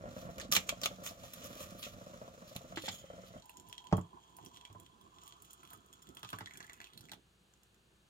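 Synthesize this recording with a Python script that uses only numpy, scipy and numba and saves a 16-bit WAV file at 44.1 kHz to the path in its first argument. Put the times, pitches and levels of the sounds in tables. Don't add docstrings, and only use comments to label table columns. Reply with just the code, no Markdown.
import sys
import numpy as np
from scipy import signal
from scipy.fft import rfft, irfft, next_fast_len
from scipy.io import wavfile
from numba import njit

SR = 44100
rng = np.random.default_rng(int(sys.argv[2]) if len(sys.argv) > 2 else 0)


def unload_audio(sound):
    columns = np.transpose(np.atleast_2d(sound))
    steps = np.round(np.clip(columns, -1, 1) * 32767)
    wavfile.write(sys.argv[1], SR, steps.astype(np.int16))


N = 356763
SIZE = next_fast_len(N)
BIN_HZ = np.fft.rfftfreq(SIZE, 1 / SR)

# pitch_hz, relative density_db (per Hz)
FLOOR_SPECTRUM = [(24, -7), (40, -17.5), (69, -20.5), (87, -15.5), (180, -12.5), (269, -25.5), (354, -17),
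                  (556, -26), (1760, -26.5), (1900, -33.5), (2800, -27), (4030, -29.5), (4340, -30),
                  (5310, -38), (6820, -33.5), (16000, -48)]
# pitch_hz, likeness (share, clipped below 1)
LIKENESS = [(60, 0.7), (240, 1), (950, 0), (3770, 0.05), (15000, 3)]
FLOOR_DB = -69
HUM_HZ, HUM_DB = 60, -78

# time_s, relative level_db
BOIL = [(0.0, -48.5), (0.6, -53.5), (1.35, -56.5), (1.7, -56.5), (2.2, -57), (2.6, -61.5), (3.0, -62.5),
        (3.4, -55)]
# start_s, knock_db, bass_db
THUMPS = [(0.027, -56, -71), (0.108, -76, -61), (0.164, -50, -43.5), (0.273, -55, -50), (0.374, -50.5, -42),
          (0.448, -54, -46), (0.492, -71, -39), (0.567, -54, -38.5), (0.723, -48.5, -48), (0.826, -48, -46),
          (0.855, -40, -65), (0.907, -48, -47), (0.982, -56, -48.5), (1.015, -52.5, -48), (1.107, -54, -51),
          (1.236, -50, -63), (1.359, -73, -58), (1.446, -59, -52), (1.509, -55, -48.5), (1.555, -59, -49),
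          (1.604, -49, -50), (1.716, -55, -45), (1.748, -53.5, -50), (1.866, -51.5, -46.5),
          (2.012, -53.5, -48), (2.061, -53, -51), (2.132, -49, -57), (2.214, -49, -46.5), (2.244, -58, -64),
          (2.275, -52, -53), (2.338, -59, -70), (2.376, -56, -57), (2.418, -53.5, -49), (2.511, -54.5, -55),
          (2.555, -52, -45.5), (2.606, -56.5, -60), (2.642, -55.5, -47.5), (2.721, -50.5, -49),
          (2.837, -51, -52), (2.881, -56, -46), (2.93, -52.5, -50), (3.036, -56, -76), (3.099, -51, -68),
          (3.133, -52, -53.5), (3.231, -51.5, -78), (3.338, -56.5, -69), (3.358, -54.5, -45.5)]
# pitch_hz, level_db, t60_s
KETTLE_LOW = [(64, -13, 0.091), (115.6, -12.5, 0.17), (136, -1, 0.038), (186.2, -5.5, 0.15),
              (239, 0.5, 0.047), (340, -11, 0.029)]
KETTLE_HIGH = [(532, 0, 0.043), (608.5, -2, 0.043), (688, 0, 0.044), (354, -10, 0.03), (845, -8, 0.02),
               (1050, 4, 0.0084), (1322, -2.5, 0.021), (1774, -16.5, 0.029)]
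BOIL_END_S = 3.41
LESSER_THUMPS = 30
LESSER_DB, LESSER_BASS_DB, LESSER_SPREAD_DB = -7, -5, 4
RUMBLE_FLUTTER_DB, RUMBLE_FLUTTER_HZ = 2.5, 14

# time_s, rustle level_db
RUSTLE = [(0.0, -76), (0.19, -60), (0.48, -71.5), (0.65, -68), (0.8, -67), (1.5, -59), (1.74, -60),
          (1.92, -66.5), (2.85, -67.5), (3.4, -71)]
# start_s, level_db, held_s, treble_db (against the level), brightest pitch_hz
RIPS = [(0.1643, -96, 0.017, -1, 4000), (0.381, -54.5, 0.00092, -3, 2660),
        (0.397, -49.5, 0.0027, -11, 1960), (0.411, -54.5, 0.0042, -7, 3470), (0.42, -68, 0.018, -9, 4000),
        (0.514, -35.5, 0.0057, 1, 6400), (0.522, -38, 0.0033, -1, 4340), (0.53, -39, 0.018, 3, 6660),
        (0.55, -37.5, 0.0096, -23, 3300), (0.5635, -32.5, 0.001, -3.5, 2760), (0.667, -58, 0.011, -1, 7000),
        (0.69, -31, 0.0015, -6, 3040), (0.8147, -49.5, 0.0017, -2.5, 6300), (0.832, -40, 0.0061, -5, 3860),
        (0.85, -54, 0.0008, 4, 6450), (0.857, -36, 0.0013, -4.5, 3000), (1.033, -52, 0.023, 1.5, 7300),
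        (1.062, -49, 0.003, -4, 2640), (1.0863, -59.5, 0.0051, 0, 5000), (1.334, -51.5, 0.0015, 5.5, 7200),
        (1.4168, -62, 0.0056, -34, 3000), (1.439, -55, 0.01, 3.5, 6800), (1.601, -59, 0.015, 2, 7600),
        (1.78, -66.5, 0.051, 7, 4200), (1.823, -55, 0.0094, -8, 3000), (1.837, -56, 0.016, -13, 2900),
        (2.474, -70, 0.021, 0.5, 4600), (2.5476, -63, 0.011, -1, 6600), (2.5614, -50.5, 0.00094, 0, 3220),
        (2.758, -51.5, 0.0024, -10, 3400), (2.775, -51, 0.0062, -15, 3470), (2.809, -58, 0.045, -4.5, 3500),
        (2.835, -55, 0.043, -15, 2280), (2.884, -39, 0.0013, -15, 3620), (2.9106, -55.5, 0.024, -4, 6850),
        (2.9394, -72, 0.03, 0, 3200), (2.979, -62.5, 0.014, -7, 6900), (3.261, -67, 0.012, 0.5, 3800)]
# pitch_hz, relative density_db (per Hz)
PAPER_SPECTRUM = [(710, -25), (1200, 2), (1310, -6.5), (1510, -11.5), (2620, -7), (3700, -4), (4450, -11),
                  (7170, -1), (7910, -7), (12500, -13), (16000, -20.5)]
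BAG_IN_MUG_S, BAG_STILL_S = 2.74, 3.05
MEAN_RUSTLE_DB, HISS_DB, HISS_GROWTH = -70, -76.5, 1.35
RIP_SWELL_S, RIP_SWELL_PER_HELD = 0.0019, 0.24
RIP_T60_S, RIP_T60_PER_HELD = 0.027, 5.9
SNAP_LOSS_DB_PER_S, RIP_BODY_DB = 509, -13
RIP_COLOUR_DB, RIP_COLOUR_OCT = -4.5, 0.86

# start_s, level_db, brightness_db, own pitch_hz, own-pitch level_db (relative)
KNOCKS = [(0.567, -34.5, 23.5, 129, -2), (2.559, -40.5, -9, 131, 2.5), (2.773, -41, 24.5, 314, 5.5),
          (2.882, -36.5, 19, 270, -18), (3.915, -49, 13, 814, -2.5), (3.926, -12.5, -5, 169.6, -7),
          (3.958, -44, -11, 110.5, 0), (3.98, -26.5, -20, 170.4, -2.5), (4.701, -52.5, 6, 103, 4.5),
          (4.749, -43, -22, 106, -17), (5.733, -49, 8, 1250, -5), (6.232, -43, 15, 1225, -8),
          (6.249, -44.5, 14.5, 1214, -7.5), (6.3307, -33.5, 12, 1150, -16), (6.399, -56, -4, 270, -2),
          (6.408, -36, 11, 113, -21), (7.002, -64, -4, 111, 12.5), (7.1191, -49, 22.5, 175, -11),
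          (7.135, -54.5, 22, 1200, -16)]
# pitch_hz, level_db, t60_s
KNOCK_MODES = [(96.3, -4, 0.18), (120.7, 1.5, 0.13), (183, -3.5, 0.081), (245.6, -5.5, 0.076),
               (309.2, -2, 0.094), (423, -4, 0.07), (662, 3.5, 0.016), (903, -2.5, 0.026),
               (1130, 2.5, 0.016), (1117, -22.5, 0.04)]

# pitch_hz, level_db, t60_s
EMPTY_MUG = [(2100, -78, 0.017), (3160, -72, 0.023), (7100, -85.5, 0.02)]
# pitch_hz, width_hz, level_db
MUG = [(1893, 1300, -34), (2620, 515, -18), (3330, 560, 4), (3500, 1840, -1.5), (3940, 800, -4),
       (5220, 1300, 1.5), (6850, 950, 6)]

# time_s, splash level_db
POUR = [(3.42, -73), (3.55, -70), (3.8, -73), (4.1, -78), (4.35, -75), (4.6, -72), (5.0, -81.5),
        (5.17, -74), (5.26, -61.5), (5.36, -73.5), (5.5, -69), (5.62, -72), (5.74, -67.5), (5.78, -77),
        (5.9, -76), (6.15, -76), (6.34, -63.5), (6.48, -74), (6.8, -75), (6.92, -83), (7.06, -70),
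        (7.2, -102)]
# time_s, pitch_hz, width_hz
AIR = [(3.42, 945, 55), (3.9, 980, 100), (4.45, 1010, 240), (4.9, 1100, 160), (5.35, 1214, 150),
       (5.75, 1310, 160), (6.3, 1280, 130), (7.2, 1330, 150)]
# time_s, pitch_hz, level_db
WALL = [(3.42, 3250, -88), (3.66, 3200, -90), (3.74, 3265, -72), (4.2, 3240, -77.5), (4.7, 3325, -76),
        (5.05, 3280, -83), (5.3, 3320, -80), (5.6, 3340, -81.5), (6.2, 3430, -80.5), (6.6, 3410, -86),
        (7.2, 3480, -94)]
# start_s, peak level_db
GURGLES = [(3.572, -66), (3.688, -82), (3.801, -60), (3.84, -63), (4.13, -53.5), (4.164, -57), (4.387, -53),
           (4.439, -61.5), (4.543, -72), (4.707, -66), (4.752, -55), (5.233, -61), (5.631, -54),
           (5.712, -51), (6.168, -53), (6.233, -52), (6.331, -41), (6.409, -50)]
# time_s, pitch_hz, level_db
BRIM = [(6.439, 1700, -78), (6.6, 1800, -67), (6.75, 2220, -69), (6.88, 3300, -59.5), (7.08, 4070, -72)]
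POUR_START_S, POUR_END_S = POUR[0][0], POUR[-1][0]
MEAN_SPLASH_DB = -72
AIR_DB, AIR_FADE_DB_PER_S, AIR_FOLLOWS = -65.5, 1, 0.32
AIR_WAVER = 0.01
AIR_GIVES_OUT_S, AIR_LOSS_DB_PER_S = 6.73, 32
SKIRT_WIDTH_HZ, SKIRT_DB, SKIRT_GROWS_DB_PER_S = 280, -9, 3.5
WALL_WIDTH_HZ, WALL_FLICKER_DB = 75.0, 3.5
SPRAY_DB, SPRAY_FOLLOWS, SLOSH_DB, SLOSH_FOLLOWS = -82.5, 1.2, -72.5, 0.083

# start_s, level_db, pitch_hz, treble_db (relative)
DROPS = [(3.423, -49, 4100, -17), (3.4566, -50, 6960, -1), (3.4954, -42, 2830, -4),
         (3.5713, -37.5, 6800, -10.5), (3.599, -40, 7000, -9), (3.6863, -51, 7120, 2.5),
         (3.698, -45, 5200, -5), (3.728, -32.5, 3370, -16), (3.7805, -35.5, 3680, -43),
         (3.8422, -49, 3200, -10), (3.8703, -40, 3300, -20), (3.9306, -37, 1420, -28),
         (3.9696, -38.5, 7100, -2), (4.0132, -44.5, 6960, -22), (4.235, -60, 3160, -14),
         (4.367, -54, 3400, 10), (4.427, -55, 3300, -7), (4.449, -50, 3400, 4.5), (4.462, -38, 6070, -14),
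         (4.545, -47.5, 3640, -6), (4.563, -44, 3420, -14), (4.579, -52, 3400, -12),
         (4.572, -40.5, 3530, -21), (4.612, -43.5, 3400, -18), (4.652, -37, 3350, -19),
         (4.728, -49, 6940, -4.5), (4.7994, -45.5, 7100, 2), (4.864, -47, 3370, -19),
         (5.0128, -53.5, 3370, -1), (5.1855, -46, 3600, -21), (5.2112, -66, 3330, -9),
         (5.236, -45, 6860, -6), (5.2612, -52, 7240, 0), (5.2782, -43, 3420, 0), (5.324, -41.5, 3400, -26),
         (5.4216, -56.5, 3340, 13), (5.45, -51.5, 3320, 2), (5.508, -47.5, 7240, 1), (5.5315, -49, 7100, 5),
         (5.633, -50.5, 2500, -2), (5.6516, -48, 3300, -4), (5.675, -48, 3200, 0), (5.7044, -45.5, 3660, 2),
         (5.733, -47, 1420, 7.5), (5.862, -58, 7100, 2.5), (5.929, -42.5, 7100, -10),
         (5.936, -45, 7100, -9), (6.021, -47, 6900, -10), (6.025, -43, 6950, -4), (6.0712, -47.5, 3500, -8),
         (6.09, -47, 7200, -4), (6.149, -49, 7660, 0), (6.1706, -38.5, 3300, -10), (6.193, -52, 3500, 2),
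         (6.231, -34.5, 3480, -4), (6.248, -38, 3470, -13), (6.2907, -37, 3400, -7), (6.303, -40, 3250, -3),
         (6.361, -47, 3400, -8), (6.329, -44, 1510, 0), (6.387, -35.5, 1680, -4), (6.407, -43, 1870, -24),
         (6.46, -34.5, 3660, -32), (6.473, -44, 1900, -12), (6.51, -43, 2200, -19),
         (6.5374, -39, 6900, -16), (6.5565, -58, 2380, -11), (6.5733, -38, 6850, -4),
         (6.6047, -35.5, 1810, -32), (6.628, -42, 4130, -11), (6.643, -57, 6800, -9),
         (6.667, -45, 7000, -8), (6.697, -37.5, 2000, -22), (6.7328, -39.5, 7100, -5),
         (6.741, -52, 2490, -10), (6.8034, -36.5, 1930, -14), (6.8154, -38, 2470, -12),
         (6.8432, -37.5, 3500, -16), (6.8697, -63, 2570, -4), (6.903, -58, 3500, -15),
         (6.947, -57, 3200, -12), (6.976, -42, 4130, -2), (7.009, -47, 5900, -1), (7.0868, -48, 2300, -13),
         (7.095, -45.5, 2470, -14), (7.1173, -35, 3940, -8), (7.1345, -38.5, 3320, -8),
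         (7.538, -52, 6500, -15), (7.6334, -53, 6860, -3), (7.745, -57.5, 7050, -4)]
DROP_T60_S, DROP_CYCLES = 0.016, 14
DROP_UNDER_OCT, DROP_OVER_OCT = 0.35, 0.65
DROP_BODY_DB, DROP_BODY_DB_PER_S = -29.5, 4
FIZZ_DB, FIZZ_T60_S = -7, 0.03
WALL_STRUCK_DB = 63.5
FAINT_DROPS = 24
FAINT_DB, FAINT_SPREAD_DB, FAINT_TREBLE_DB = -78, -15.5, -3
BRIM_BUBBLES, BUBBLE_DB, BUBBLE_SCATTER_OCT = 70, -62, 0.77
DROPLET_RANGE_S, DROPLET_DB, DROPLET_SCATTER_OCT = 0.035, -17.5, 0.27

# start_s, level_db, starting pitch_hz, decay_cycles (to fall 60 dB)
PLOPS = [(4.657, -58, 2330, 270), (6.41, -57, 1870, 50), (6.461, -56, 1900, 50), (6.472, -46, 1895, 90),
         (6.51, -50, 2140, 50), (6.535, -60, 2300, 50), (6.555, -51, 2360, 86), (6.61, -64, 1950, 80),
         (6.676, -60, 2010, 60), (6.7, -48, 1990, 52), (6.74, -53, 2520, 38), (6.76, -65, 2390, 46),
         (6.785, -60, 2900, 50), (6.87, -57, 2530, 60), (6.89, -67, 2620, 50), (6.935, -60, 3100, 50),
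         (6.95, -58, 3280, 60), (6.977, -44, 4080, 77), (7.0, -66, 4300, 60), (7.03, -59, 1360, 60),
         (7.091, -62, 1850, 70)]
PLOP_RISE = 0.028

KITCHEN_T60_S, NEAR_T60_S, WALL_CUT_HZ = 0.21, 0.056, 8700
CUTOFF_HZ = 16650


def amp(db):
    return 10 ** (np.asarray(db) / 20)


def rms_one(x):
    return x / np.sqrt(np.mean(x ** 2) + 1e-20)


def in_time(rows, edge_s=0.0064):
    s, *columns = np.transpose(rows)
    t = np.arange(N) / SR
    gate = np.clip(np.minimum(t - s[0], s[-1] - t) / edge_s + 1, 0, 1)
    return [np.interp(t, s, c) for c in columns] + [gate]


def at_hz(points, hz):
    point_hz, value = np.transpose(points)
    return np.interp(np.log(np.maximum(hz, 1)), np.log(point_hz), value)


def drift(rate_hz):
    step = 40
    r = np.exp(-2 * np.pi * rate_hz * step / SR)
    noise = rng.standard_normal(N // step + 2002)
    slow = signal.lfilter([1], [1, -2 * r, r * r], noise)[2000:]
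    return np.interp(np.arange(N) / step, np.arange(len(slow)), rms_one(slow))


def band(x, low_hz, high_hz):
    edges = [low_hz, min(high_hz, .45 * SR)]
    return signal.sosfilt(signal.butter(2, edges, "band", fs=SR, output="sos"), x)


def coloured(spectrum, x):
    return rms_one(irfft(rfft(x, SIZE) * amp(at_hz(spectrum, BIN_HZ)), SIZE)[..., :N])


def ring(clicks, hz, t60):
    r, w = amp(-60 / (t60 * SR)), 2 * np.pi * hz / SR
    return signal.lfilter([0, np.sin(w)], [1, -2 * r * np.cos(w), r * r], clicks + 1e-18)


@njit
def sweep(x, hz, width_hz):
    out, r = np.zeros(len(x)), np.exp(-np.pi * (width_hz + 0 * hz) / SR)
    for i in range(2, len(x)):
        out[i] = x[i] + 2 * r[i] * np.cos(2 * np.pi * hz[i] / SR) * out[i - 1] - r[i] * r[i] * out[i - 2]
    return out


def grains(per_s, spread_db):
    sizes = amp(spread_db * np.minimum(rng.exponential(1, N), 4)) * rng.choice([-1, 1], N)
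    return sizes * (rng.random(N) < per_s / SR)


def bursts(times, level_db, t60):
    jumps = np.full(N, 1e-18)
    jumps[np.round(np.asarray(times) * SR).astype(int)] = amp(level_db)
    return signal.lfilter([1], [1, -amp(-60 / (t60 * SR))], jumps)


def strike(times, level_db, modes, scatter_db, rest=0):
    at, out = np.round(times * SR).astype(int), 0
    luck = rng.standard_normal((len(at), len(modes)))
    for k, (hz, mode_db, t60) in enumerate(modes):
        clicks = np.zeros(N) + rest
        clicks[at] += amp(level_db + scatter_db * luck[:, k]) * (-1) ** k
        out = out + amp(mode_db) * ring(clicks, hz, t60)
    return out


def in_mug(x):
    return rms_one(sum(amp(db) * rms_one(band(x, hz - w / 2, hz + w / 2)) for hz, w, db in MUG))


def add(out, s, sound):
    i = round(s * SR)
    out[i:i + len(sound)] += sound[:N - i]


def floor():
    alike = np.clip(at_hz(LIKENESS, BIN_HZ), 0, .98)
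    shape = amp(at_hz(FLOOR_SPECTRUM, BIN_HZ)) * np.sqrt([1 + alike, 1 - alike])
    mid, side = irfft(rfft(rng.standard_normal((2, SIZE))) * shape, SIZE)[:, :N]
    hiss = amp(FLOOR_DB) * rms_one(np.array([mid + side, mid - side]))
    hum = amp(HUM_DB) * 2 ** .5 * np.sin(2 * np.pi * HUM_HZ * np.arange(N) / SR)
    return hiss + hum


def kettle():
    rumble_db, _ = in_time(BOIL)
    on = np.clip((BOIL_END_S - np.arange(N) / SR) / 0.004, 0, 1)
    when, *luck = rng.random((LESSER_THUMPS, 3)).T
    when = when * BOIL_END_S
    usual_db = rumble_db[(when * SR).astype(int)] + LESSER_SPREAD_DB * 2 * (np.array(luck) - .5)
    lesser = [when, usual_db[0] + LESSER_DB, usual_db[1] + LESSER_BASS_DB]
    s, high_db, low_db = np.hstack([np.transpose(THUMPS), lesser])

    small = rms_one(grains(600, spread_db=3.0))
    rumble = amp(rumble_db + RUMBLE_FLUTTER_DB * drift(RUMBLE_FLUTTER_HZ))
    low_drive = small * (amp(-29.5) * rumble + amp(-43.0) * bursts(s, low_db, 0.025))
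    high_drive = small * (amp(-32.5) * rumble + amp(-24.5) * bursts(s, high_db, 0.045))
    low = strike(s, low_db, KETTLE_LOW, 1.6, rest=low_drive)
    high = strike(s + 0.002974, high_db, KETTLE_HIGH, 2.3, rest=high_drive)
    return on * (low + high)


def paper():
    rustle_db, gate = in_time(RUSTLE)
    hiss_db = HISS_DB + HISS_GROWTH * (rustle_db - MEAN_RUSTLE_DB)
    clumps = amp(5 * drift(60))
    crackle = np.array([rms_one(grains(2500 * clumps, spread_db=4.5)) for _ in range(2)])
    crackle = crackle + .5 * rng.standard_normal((2, N))
    fibres = coloured(PAPER_SPECTRUM, crackle)
    middle, treble = rms_one(band(fibres, 1180, 11900)), rms_one(band(fibres, 10180, 18500))
    inside = slice(round(BAG_IN_MUG_S * SR), round(BAG_STILL_S * SR))
    middle[:, inside] = 0.33 * middle[:, inside] + 0.48 * in_mug(crackle[:, inside])
    body = rms_one(band(crackle, 170, 2260))
    out = gate * amp(1.4 * drift(5.5)) * (amp(rustle_db) * middle + amp(hiss_db) * treble)

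    t = np.arange(SR // 6) / SR
    half_colour = 2 ** (RIP_COLOUR_OCT / 2)
    for s, level_db, held_s, treble_db, hz in RIPS:
        rise_s = RIP_SWELL_S + RIP_SWELL_PER_HELD * held_s
        t60 = RIP_T60_S + RIP_T60_PER_HELD * held_s
        now = slice(round(s * SR), round(s * SR) + len(t))
        bright = rms_one(band(crackle[:, now], hz / half_colour, hz * half_colour))
        mix = middle[:, now] + amp(RIP_COLOUR_DB) * bright
        mix = mix + amp(RIP_BODY_DB) * body[:, now] + amp(treble_db) * treble[:, now]
        swell = np.minimum(t / rise_s, 1)
        snap = 1 + amp(9.5 - SNAP_LOSS_DB_PER_S * held_s - 60 * np.abs(t - rise_s) / 0.0035)
        decay_db = 60 * np.maximum(t - rise_s - held_s, 0) / t60
        out[:, now] += swell * snap * amp(level_db - decay_db) * mix
    return out


def knocks():
    s, level_db, bright_db, own_hz, own_db = np.transpose(KNOCKS)
    out, t = strike(s, level_db - 12.0, KNOCK_MODES, 0.9), np.arange(3000) / SR
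    noise = rms_one(band(rng.standard_normal((len(s), len(t))), 480, 3150))
    crack_envelope = amp(-60 * t / 0.014) + amp(6.0 - 60 * t / 0.0019)
    for k, at in enumerate(s):
        own = np.sin(2 * np.pi * own_hz[k] * t) * amp(own_db[k] - 60 * t / 0.081)
        crack = amp(bright_db[k] - 18.5) * crack_envelope * noise[k]
        add(out, at, amp(level_db[k]) * (own + crack))
    return -out


def empty_mug():
    _, gate = in_time([(BAG_IN_MUG_S, 0), (BOIL_END_S - .01, 0)])
    out = 0
    for hz, db, t60 in EMPTY_MUG:
        level = amp(db + 3.5 * drift(16))
        out = out + level * rms_one(ring(rng.standard_normal(N), hz, t60))
    return gate * out


def air_column(stream, poured_s):
    hz, width_hz, _ = in_time(AIR)
    hz = hz * (1 + AIR_WAVER * drift(8))
    twice = sweep(sweep(stream, hz, width_hz), hz, 317.0)
    core = rms_one(np.sqrt(width_hz) * band(twice, 721, 1550))
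    skirt = rms_one(band(sweep(stream, hz, SKIRT_WIDTH_HZ), 645, 1300))
    return rms_one(core + amp(SKIRT_DB + SKIRT_GROWS_DB_PER_S * poured_s) * skirt)


def pour():
    splash_db, gate = in_time(POUR)
    t = np.arange(N) / SR
    swing_db, poured_s = splash_db - MEAN_SPLASH_DB, np.maximum(t - POUR_START_S, 0)
    air_db = AIR_DB - AIR_FADE_DB_PER_S * poured_s + AIR_FOLLOWS * swing_db
    air_db = air_db - AIR_LOSS_DB_PER_S * np.maximum(t - AIR_GIVES_OUT_S, 0)
    stream = rms_one(grains(1500, spread_db=0.0)) + .5 * rng.standard_normal(N)
    air = air_column(stream, poured_s)
    gulps = bursts(*np.transpose(GURGLES), 0.072)

    wall_hz, wall_db, _ = in_time(WALL)
    wall_level = amp(wall_db + WALL_FLICKER_DB * drift(24))
    wall = wall_level * rms_one(band(sweep(stream, wall_hz, WALL_WIDTH_HZ), 3150, 3670))

    spatter = rms_one(grains(1200 * amp(6.2 * drift(19)), spread_db=7.5)) + 0.5 * rng.standard_normal(N)
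    brim_hz, brim_db, brim_gate = in_time(BRIM)
    brim = brim_gate * amp(brim_db) * rms_one(band(sweep(spatter, brim_hz, 520.0), 800, 3700))
    spray = amp(SPRAY_DB + SPRAY_FOLLOWS * swing_db) * rms_one(band(spatter, 8400, 18000))
    slosh = rms_one(band(rng.standard_normal(N), 74.0, 360))
    slosh = slosh * amp(SLOSH_DB + SLOSH_FOLLOWS * swing_db + 5.4 * drift(11.4))
    wet = amp(splash_db) * in_mug(spatter) + spray + slosh + brim + wall
    return gate * (amp(air_db + 2.5 * drift(23.8)) * air + gulps * air + wet)


def faint_drops():
    when, size, which = rng.random((FAINT_DROPS, 3)).T
    s = POUR_START_S + when * (POUR_END_S - POUR_START_S)
    db = FAINT_DB + FAINT_SPREAD_DB * 2 * (size - .5)
    hz = np.where(which < .5, MUG[2][0], MUG[-1][0])
    return np.transpose([s, db, hz, np.full(FAINT_DROPS, FAINT_TREBLE_DB)])


def brim_bubbles():
    when, size, which = rng.random((BRIM_BUBBLES, 3)).T
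    brim_s, brim_hz, _ = np.transpose(BRIM)
    s = brim_s[0] + when * (brim_s[-1] - brim_s[0])
    db = BUBBLE_DB + FAINT_SPREAD_DB * 2 * (size - .5)
    hz = np.interp(s, brim_s, brim_hz) * 2 ** (BUBBLE_SCATTER_OCT * (which - .5))
    return np.transpose([s, db, hz, np.full(BRIM_BUBBLES, FAINT_TREBLE_DB - 5.5)])


def droplets():
    late, which = rng.random((2, len(DROPS), 2))
    s, db, hz, treble_db = np.transpose(DROPS)[..., None]
    landing = [s + 0.0045 + DROPLET_RANGE_S * late, db + DROPLET_DB + 0 * late,
               hz * 2 ** (DROPLET_SCATTER_OCT * (which - .5)), treble_db + 0 * late]
    return np.reshape(landing, (4, -1)).T


def drops():
    out, t = np.zeros(N), np.arange(1000) / SR
    every = np.vstack([DROPS, faint_drops(), brim_bubbles(), droplets()])
    envelope = amp(-60 * t / 0.00026) + amp(-17 - 60 * t / DROP_T60_S)
    impact = rng.standard_normal((len(every), len(t))) * envelope
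    fizz = impact + rng.standard_normal(impact.shape) * amp(FIZZ_DB - 60 * t / FIZZ_T60_S)
    impact[:, 0] += 1.5 * np.sign(impact[:, 0])
    layers = [in_mug(impact), band(fizz, 8000, 16500), band(impact, 600, 2600)]
    broad, treble, body = (x / np.max(np.abs(x), axis=1, keepdims=True) for x in layers)
    wall_hz, wall_db, _ = (x[(every[:, 0] * SR).astype(int)] for x in in_time(WALL))

    for k, (s, db, hz, treble_db) in enumerate(every):
        own = band(impact[k], hz / 2 ** DROP_UNDER_OCT, hz * 2 ** DROP_OVER_OCT)
        wall = amp(wall_db[k] + WALL_STRUCK_DB) * ring(impact[k], wall_hz[k], 0.043)
        ringing = ring(impact[k], hz, DROP_CYCLES / hz) + wall
        body_db = DROP_BODY_DB + DROP_BODY_DB_PER_S * (s - POUR_START_S)
        tick = amp(-6.5) * broad[k] + amp(-10.5) * own / np.max(np.abs(own))
        tick = tick + amp(treble_db) * treble[k] + amp(body_db) * body[k]
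        add(out, s, amp(db) * (amp(-0.5) * ringing / np.max(np.abs(ringing)) + tick))
    return out


def plops():
    out, t = np.zeros(N), np.arange(3000) / SR
    for s, db, hz, cycles in PLOPS:
        decay = t * hz / cycles
        add(out, s, amp(db - 60 * decay) * np.sin(2 * np.pi * hz * t * (1 + PLOP_RISE * decay)))
    return out


def heard(x, pan_db, left_lag, near_db, wet_db):
    t, direct_at = np.arange(SR // 4) / SR, 30
    noise = rng.standard_normal((3, len(t)))
    both = noise[:2] + signal.lfilter(*signal.butter(2, 600, fs=SR), noise[2] - noise[:2])
    near = band(both, 435, 11300) * amp(-60 * t / NEAR_T60_S) * (t > .001)
    walls = signal.lfilter(*signal.butter(1, WALL_CUT_HZ, fs=SR), both)
    walls = walls * amp(-60 * t / KITCHEN_T60_S) * (t > .004)
    echoes = (amp(near_db) * rms_one(near) + amp(wet_db) * rms_one(walls)) / np.sqrt(len(t))
    echoes[0, direct_at + left_lag] += 1
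    echoes[1, direct_at] += 1
    wet = signal.oaconvolve(x[None], echoes, axes=1)[:, direct_at:N + direct_at]
    return wet * amp([[pan_db / 2], [-pan_db / 2]])


def scene():
    boil = heard(kettle(), pan_db=-2.5, left_lag=14, near_db=-8, wet_db=-15)
    corner, edge = paper()
    hands = heard(corner, pan_db=-1.0, left_lag=-19, near_db=-9, wet_db=-15)
    hands += heard(edge, pan_db=-3.5, left_lag=-9, near_db=-7, wet_db=-18.5)
    blows = heard(knocks(), pan_db=-2.0, left_lag=-6, near_db=-6, wet_db=-11.5)
    in_and_at_mug = empty_mug() + pour() + drops() + plops()
    mug = heard(in_and_at_mug, pan_db=-4.0, left_lag=-18, near_db=-10, wet_db=-16)
    return floor() + boil + hands + blows + mug


def record(dry):
    thin = signal.sosfilt(signal.butter(3, 45, "high", fs=SR, output="sos"), dry)
    return signal.sosfilt(signal.cheby2(16, 70, CUTOFF_HZ, fs=SR, output="sos"), thin)


dry = scene()
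out = record(dry)
unload_audio(out)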